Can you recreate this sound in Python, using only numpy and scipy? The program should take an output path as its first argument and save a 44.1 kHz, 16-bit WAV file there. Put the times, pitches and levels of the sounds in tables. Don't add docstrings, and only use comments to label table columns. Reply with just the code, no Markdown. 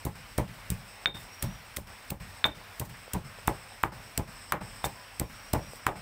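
import sys
import numpy as np
from scipy import signal
from scipy.fft import rfft, irfft, next_fast_len
from scipy.io import wavfile
from scipy.ndimage import uniform_filter1d, map_coordinates

SR = 44100
rng = np.random.default_rng(int(sys.argv[2]) if len(sys.argv) > 2 else 0)


def makeup_ratio(level_db):
    decades = np.asarray(level_db, float) / 20
    return 10 ** decades


def store_wav(level_fs):
    pcm = np.round(np.clip(np.atleast_2d(level_fs), -1, 1) * 32767)
    wavfile.write(sys.argv[1], SR, pcm.T.astype(np.int16))


N = 265305

# (frequency [Hz], density [dB per Hz])
HISS_SPECTRUM = [(120, -37), (200, -5), (300, -11), (530, -3), (900, -1), (1800, -1.5), (2500, -2.5),
                 (3300, -9), (4600, -12), (5500, -12.5), (6300, -19), (9600, -22), (14900, -23),
                 (16000, -9.5)]
# (frequency [Hz], density [dB per Hz])
CHORUS_SPECTRUM = [(4500, -40), (4900, -2.5), (5400, 1.5), (5750, -15), (5950, -38), (7000, -37),
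                   (7600, -8), (8150, 2), (8800, -6.5), (9400, -42)]
# (frequency [Hz], density [dB per Hz])
RUMBLE_SPECTRUM = [(20, -8), (40, 8.5), (70, -8), (100, 3), (160, -19.5), (260, -11.5), (400, -33.5)]
# (start [s], length [s], level [dB])
CRICKET_PHRASES = [
    (0.05, .4, -71),
    (1.206, 0.35, -56),
    (2.595, 0.17, -66),
    (3.896, .33, -61),
    (4.999, .78, -60),
]
# (time [s], level [dB])
PASTE_PEELS = [
    (1.2, -55.5),
    (1.35, -64),
    (1.55, -63),
    (2.15, -59),
    (2.85, -54.5),
    (5.75, -60),
]
# (time [s], level [dB])
METAL_RING = [
    (4.97, -52),
]
# (time [s], peak [dB], burst [ms], gain duck [dB], duck length [s])
BURSTS = [(0.052, -26.5, 1.03, 6.5, 0.1), (0.381, -25, 1.5, 4.5, 0.098), (0.703, -25, 0.82, 0.6, 0.15),
          (1.0576, -47, 0.43, 15, 0.086), (1.426, -23.5, 1.5, -1, 0.1), (1.769, -16.5, 0.92, 7.5, 0.1),
          (2.105, -22, 1.7, 12, 0.095), (2.437, -55, 0.83, 5.5, 0.11), (2.7985, -25, 1.55, 6, 0.095),
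          (3.1356, -23, 1.3, 4.5, 0.11), (3.4758, -22.5, 1.05, 1.5, 0.061), (3.833, -24, 0.89, 11, 0.087),
          (4.1775, -17.5, 1, 6, 0.097), (4.5224, -14.5, 0.41, 13, 0.086), (4.84, -48, 1.1, -2, 0.097),
          (5.198, -22, 1.13, 4.5, 0.098), (5.534, -21.5, 1.26, 1.5, 0.091), (5.8667, -20, 0.98, 8.5, 0.089)]
# (time [s], peak [dB], burst [ms])
LATE_BURSTS = [
    (1.069, -48, 1.7),
    (1.343, -58, 8.0),
    (1.7645, -25, 0.8),
    (2.458, -39, 5.1),
    (2.853, -50, 4.7),
    (2.896, -58, 5.0),
    (4.85, -32, 6.7),
    (5.291, -61, 4.5),
    (5.594, -54, 1.15),
    (5.765, -54, 8.9),
]
# (frequency [Hz], density [dB per Hz])
FIBRE_SPECTRUM = [(700, -40), (1300, -6), (2000, -2), (4300, -4), (6800, -3), (8200, 4), (10500, -3),
                  (13000, -1.5), (15000, 4.5), (16500, -12)]
# (time [s], shove [dB], floor boom [dB], bowl rumble [dB], rock-back [dB])
STOPS = [(0.0553, -21, -28, -38.5, -19), (0.3846, -15, -22.5, -32, -19), (0.7043, -17, -25.5, -60, -15),
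         (1.06, -37, -37.5, -42, -51), (1.4306, -25, -23, -42.5, -20), (1.7727, -31, -35, -47, -26),
         (2.108, -32, -32, -43, -25.5), (2.4438, -39, -29.5, -32, -52), (2.804, -25.5, -28.5, -40.5, -27),
         (3.1398, -25.5, -24, -36, -21), (3.4807, -15, -27, -32, -26), (3.8371, -24.3, -30.5, -36, -34),
         (4.1818, -21, -27, -36.5, -17), (4.524, -30, -31.5, -34, -51), (4.8421, -29, -29.5, -36, -31),
         (5.203, -23, -28.5, -38.5, -17), (5.5377, -13.5, -21.5, -30, -26.5),
         (5.868, -22.5, -30.5, -33, -45)]
# (frequency [Hz], width [Hz], level [dB])
FLOOR_MODES = [(43.3, 41.4, -2), (72.4, 28, -1.5), (116.3, 40.2, -2), (210, 52.6, -8)]
# (frequency [Hz], width [Hz], level [dB])
BOWL_MODES = [(300.4, 51, -5.5), (430, 146, -8.5), (577, 107, -6), (837, 75, -7), (1020, 135, -10.5),
              (1570, 680, -22), (2110, 590, -22)]
# (time [s], peak [dB], contact [Hz], pestle ring [dB], echo [dB])
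KNOCKS = [(0.3848, -20, 690, -32, -22), (1.058, -7.5, 1770, -7.5, -16.5), (2.4421, -8, 1700, -3.5, -9.5),
          (2.4528, -16.5, 1140, -15, -25), (2.4602, -27, 760, -25, -13), (3.48, -10, 927, -25.5, -17),
          (3.8368, -7.5, 1140, -45, -13), (4.5226, -11, 1194, -35, -6), (4.8422, -17, 900, -8, -10.5),
          (5.537, -20.5, 683, -39, -6.5), (5.8672, -8, 1216, -36, -12), (5.8892, -25, 870, -18, -3.5)]
# (frequency [Hz], level [dB], t60 [s])
PESTLE_MODES = [(3608, -5, 0.07), (3669, -15, 0.15), (3625, -21, 0.15), (9100, -22.5, 0.012)]
# (frequency [Hz], level [dB], t60 [s])
RIM_MODES = [(2260, 6, 0.061), (2250, -8.5, 0.042), (1840, -22, 0.091), (1800, -30, 0.048)]
# (frequency [Hz], t60 [s])
ROOM_DECAY = [(100, 0.97), (400, 0.37), (1000, 0.18), (2500, 0.21), (8000, 0.3)]
# (time [s], peak [dB], contact [Hz])
PESTLE_TAPS = [
    (1.169, -31, 990),
    (2.614, -36, 972),
    (3.079, -33, 565),
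    (3.386, -33, 560),
    (3.721, -33, 855),
    (5.593, -25.5, 627),
    (5.734, -29, 565),
]

HISS_DB, RUMBLE_DB, CHORUS_DB = -49.0, -54.9, -12
WING_REST_DB, WING_HZ, WING_RISE_HZ, WING_STOP_S = -68, 5490, 200, 0.07
WING_SWELL_SHARE = 0.39
PASTE_FLOOR_DB, PEEL_DB_PER_S, LET_GO_DB_PER_S = -66.5, 70, 130
RING_RISE_DB_PER_S, RING_FALL_DB_PER_S = 400, 71
JUICE_DB, JUICE_UNDER_DB = -42.5, -11.5
ROCK_MS, ROCK_MS_PER_DB, LIGHT_SHOVE_DB = 13.3, 0.24, -28
RIM_DB, RIM_UNDER_DB = -36, -19
MIC_TOP_HZ = 15700
LEAD_BURST_S, LEAD_STOP_S = 0.015, 0.01
SOUND_T_S = np.arange(SR // 3) / SR
SCENE_T_S = np.arange(N) / SR


def unit(x):
    return x / np.sqrt(np.mean(x ** 2) + 1e-20)


def along(points, hz):
    f, v = np.transpose(points)
    return np.interp(np.log(hz + 1), np.log(f + 1), v)


def wobble(knots_per_s):
    knots = rng.standard_normal(int(N * knots_per_s / SR) + 4)
    return map_coordinates(knots, [np.arange(N) * knots_per_s / SR])


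def filtered(x, response):
    m = next_fast_len(len(x) + 8192)
    return irfft(rfft(x, m) * response(np.fft.rfftfreq(m, 1 / SR)), m)[:len(x)]


def coloured(spectrum, size):
    return unit(filtered(rng.standard_normal(size), lambda hz: makeup_ratio(along(spectrum, hz))))


def resonant(modes):
    def response(f):
        total = 0
        for k, (hz, width_hz, db) in enumerate(modes):
            damping = 1j * f * width_hz
            total = total + (-1) ** k * makeup_ratio(db) * damping / (hz * hz - f * f + damping)
        return total
    return response


def duck():
    gain_db = np.zeros(N)
    for s, _, _, dip_db, hold_s in BURSTS:
        since = SCENE_T_S - s
        held = np.interp(since, [-0.008, -0.002, hold_s - 0.003, hold_s + 0.003], [0, 1, 1, 0])
        over = (since > hold_s) * 0.068 * np.exp(-np.abs(since - hold_s) / 0.069)
        gain_db += max(dip_db, 0) * (over - held)
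    return makeup_ratio(gain_db)


DUCK = duck()


def add(track, s, sound):
    part = track[max(round(s * SR), 0):][:len(sound)]
    part += sound[:len(part)] / DUCK[min(round((s + 0.01) * SR), N - 1)]


def peaks(rows, rise_db_per_s, fall_db_per_s):
    slopes = []
    for s, db in rows:
        slope = np.where(SCENE_T_S < s, rise_db_per_s, fall_db_per_s)
        slopes.append(db - slope * np.abs(SCENE_T_S - s))
    return np.max(slopes, axis=0)


def far_insects():
    z = signal.stft(coloured(HISS_SPECTRUM, N), nperseg=512)[2]
    patches = uniform_filter1d(rng.standard_normal(z.shape), size=6, axis=0)
    patches = uniform_filter1d(patches, size=10, axis=1)
    hiss = unit(signal.istft(z * makeup_ratio(1.27 * unit(patches)), nperseg=512)[1][:N])
    flutter_db = 2.3 * wobble(30) + 2.4 * wobble(2.963)
    chorus = makeup_ratio(CHORUS_DB) * coloured(CHORUS_SPECTRUM, N) * makeup_ratio(flutter_db)
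    return makeup_ratio(HISS_DB) * filtered(hiss + chorus, lambda hz: 1 / (1 + (hz / 15600) ** 150))


def rumble():
    return makeup_ratio(RUMBLE_DB) * coloured(RUMBLE_SPECTRUM, N) * makeup_ratio(2.9 * wobble(13))


def phrases():
    hz, db = np.full(N, float(WING_HZ)), np.full(N, float(WING_REST_DB))
    for s, length_s, top_db in CRICKET_PHRASES:
        end = s + length_s
        stop, swelled = end + WING_STOP_S, s + WING_SWELL_SHARE * length_s
        hz += WING_RISE_HZ * np.interp(SCENE_T_S, [s, end, stop, end + 4 * WING_STOP_S], [0, 1, 1, 0])
        db += (top_db - WING_REST_DB) * np.interp(SCENE_T_S, [s, swelled, end, stop], [0, 1, 1, 0])
    return hz, db


def cricket():
    wing_hz, wing_db = phrases()
    strokes = np.sin(np.pi * np.cumsum(59 + 2.9 * wobble(3.8)) / SR) ** 2
    tone = np.sin(2 * np.pi * np.cumsum(wing_hz + 60 * wobble(150)) / SR)
    level_db = wing_db + 1.9 * wobble(4.5) + 2.9 * wobble(45)
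    return makeup_ratio(level_db) * (0.49 + strokes) * tone


def paste():
    peel_db = peaks(PASTE_PEELS, PEEL_DB_PER_S, LET_GO_DB_PER_S)
    level_db = np.maximum(peel_db, PASTE_FLOOR_DB) + 2.1 * wobble(130)
    noise = coloured(FIBRE_SPECTRUM, N) * makeup_ratio(level_db)
    return filtered(noise, lambda hz: 1 / (1 + (hz / 15650) ** 150))


def crush():
    out, t = np.zeros(N), SOUND_T_S[:SR // 5] - LEAD_BURST_S
    for s, db, ms, *_ in sorted(BURSTS + LATE_BURSTS):
        spray_db = min(JUICE_DB - db, JUICE_UNDER_DB)
        w = max(ms, 0.2) / 1000
        burst = np.exp(-(np.abs(t) / np.where(t < 0, 1.3 * w, 1.8 * w)) ** 1.7)
        spray_decay = makeup_ratio(-60 * t / 0.091) + 0.37 * makeup_ratio(-60 * t / 0.28)
        spray = np.clip(t / w, 0, 1) * makeup_ratio(spray_db + 5.0) * spray_decay
        patches = list(zip(np.geomspace(1500, 15500, num=16), rng.normal(0, 1.65, size=16)))
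        stalk = coloured(FIBRE_SPECTRUM, len(t))
        stalk = unit(filtered(stalk, lambda hz: makeup_ratio(along(patches, hz))))
        snaps = makeup_ratio(10.0 * uniform_filter1d(rng.standard_normal(len(t)), size=9))
        add(out, s - LEAD_BURST_S, makeup_ratio(db - 4) * (burst * snaps + spray) * stalk)
    return out


def thud():
    out, t = np.zeros(N), SOUND_T_S - LEAD_STOP_S
    squeeze = -np.exp(-((t + 0.001) / 0.003) ** 2) * (t < 0)
    shove = squeeze + (t >= 0) * 1.9 * np.exp(-np.abs(t) / 0.0006)
    heave = (t >= 0) * np.sin(2 * np.pi * 65 * t) * makeup_ratio(-60 * np.abs(t) / 0.1)
    swell = np.clip(t / 0.01, 0, 1)
    boom_shape = swell * (makeup_ratio(-60 * t / 0.13) + 0.22 * makeup_ratio(-60 * t / 0.55))
    bowl_shape = swell * makeup_ratio(-60 * t / 0.16)
    for s, db, boom_db, bowl_db, rock_db in STOPS:
        start = s - LEAD_STOP_S
        rock_ms = ROCK_MS + ROCK_MS_PER_DB * max(db - LIGHT_SHOVE_DB, 0)
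        edge_hz = 800 * makeup_ratio(0.5 * (bowl_db - boom_db + 8))
        stop = filtered(shove, lambda hz: 1 / (1 + 1j * hz / edge_hz) ** 2)
        rock = stop + 0.35 * filtered(stop, resonant(FLOOR_MODES[2:]))
        add(out, start, makeup_ratio(db - 3.5) * stop + makeup_ratio(boom_db - 6.5) * heave)
        add(out, start + rock_ms / 1000, makeup_ratio(rock_db - 5.0) * rock)
        boom = unit(filtered(rng.standard_normal(len(t)) * boom_shape, resonant(FLOOR_MODES)))
        bowl = unit(filtered(rng.standard_normal(len(t)) * bowl_shape, resonant(BOWL_MODES)))
        add(out, start, makeup_ratio(boom_db - 17) * boom + makeup_ratio(bowl_db - 11) * bowl)
    return out


def contact(hz, turns):
    u = SOUND_T_S * hz
    rise = 0.16 * min(1150 / hz, 1)
    cycles = 0.85 * u + 0.36 * (1 - np.exp(-u / 0.34))
    return -np.sin(2 * np.pi * cycles) * np.exp(-u / turns) * (1 - np.exp(-(u / rise) ** 2))


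def ringing(modes, free):
    t = SOUND_T_S
    ring = sum(makeup_ratio(db - 60 * t / (t60_s * free)) * np.sin(2 * np.pi * hz * t) for hz, db, t60_s in modes)
    return -ring * (1 - np.exp(-(t / 0.0006) ** 2))


def room_tail(tilt, length_s=0.4):
    hz, t, z = signal.stft(rng.standard_normal(int(length_s * SR)), SR, nperseg=256)
    decay = makeup_ratio(-60 * t / along(ROOM_DECAY, hz)[:, None])
    x = filtered(signal.istft(z * decay, SR, nperseg=256)[1], tilt)
    return x / np.linalg.norm(x)


def bowl_tilt(hz):
    return np.abs(0.98 + resonant(BOWL_MODES[3:])(hz)) / (1 + (hz / 4000) ** 2)


def knock():
    out = np.zeros(N)
    for s, db, hz, ring_db, echo_db in KNOCKS:
        rim_db = min(RIM_DB - db, RIM_UNDER_DB)
        turns = 0.9 * (1250 / hz) ** 0.56
        hit = filtered(makeup_ratio(6) * contact(hz, turns), lambda f: 1 / (1 + 1j * f / 5200) ** 3)
        free = min(hz / 1800, 1)
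        ring = makeup_ratio(ring_db + 2.0) * ringing(PESTLE_MODES, free) + makeup_ratio(rim_db) * ringing(RIM_MODES, free)
        answer = np.pad(room_tail(bowl_tilt), (130, 0))
        sent = makeup_ratio(echo_db - 4.5) * hit + makeup_ratio(-15.5) * free ** 2 * ring
        echo = signal.fftconvolve(sent, answer)[:len(SOUND_T_S)]
        add(out, s, makeup_ratio(db) * (hit + ring + echo))
    return out


def taps():
    out = np.zeros(N)
    for s, db, hz in PESTLE_TAPS:
        add(out, s, makeup_ratio(db - 2.0) * contact(hz, turns=1.35))
    return out


def metal_ring():
    tone = np.sin(2 * np.pi * np.cumsum(1000 + 8 * wobble(25)) / SR)
    return makeup_ratio(peaks(METAL_RING, RING_RISE_DB_PER_S, RING_FALL_DB_PER_S)) * tone


def scene():
    night = far_insects() + rumble() + cricket() + paste() + metal_ring()
    pounding = crush() + thud() + knock() + taps()
    return (night + pounding)[None]


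def top_cut(x):
    return signal.sosfilt(signal.butter(12, 16790, fs=SR, output="sos"), x)


def record(dry):
    def response(hz):
        port = (1j * hz / 30 / (1 + 1j * hz / 30)) ** 2
        top_db = along([(MIC_TOP_HZ, 0), (16100, -30), (16900, -50), (17500, -120)], hz)
        return port * makeup_ratio(top_db)
    mix = filtered(dry[0] * DUCK, response)[None]
    return top_cut(mix)


dry = scene()
out = record(dry)
store_wav(out)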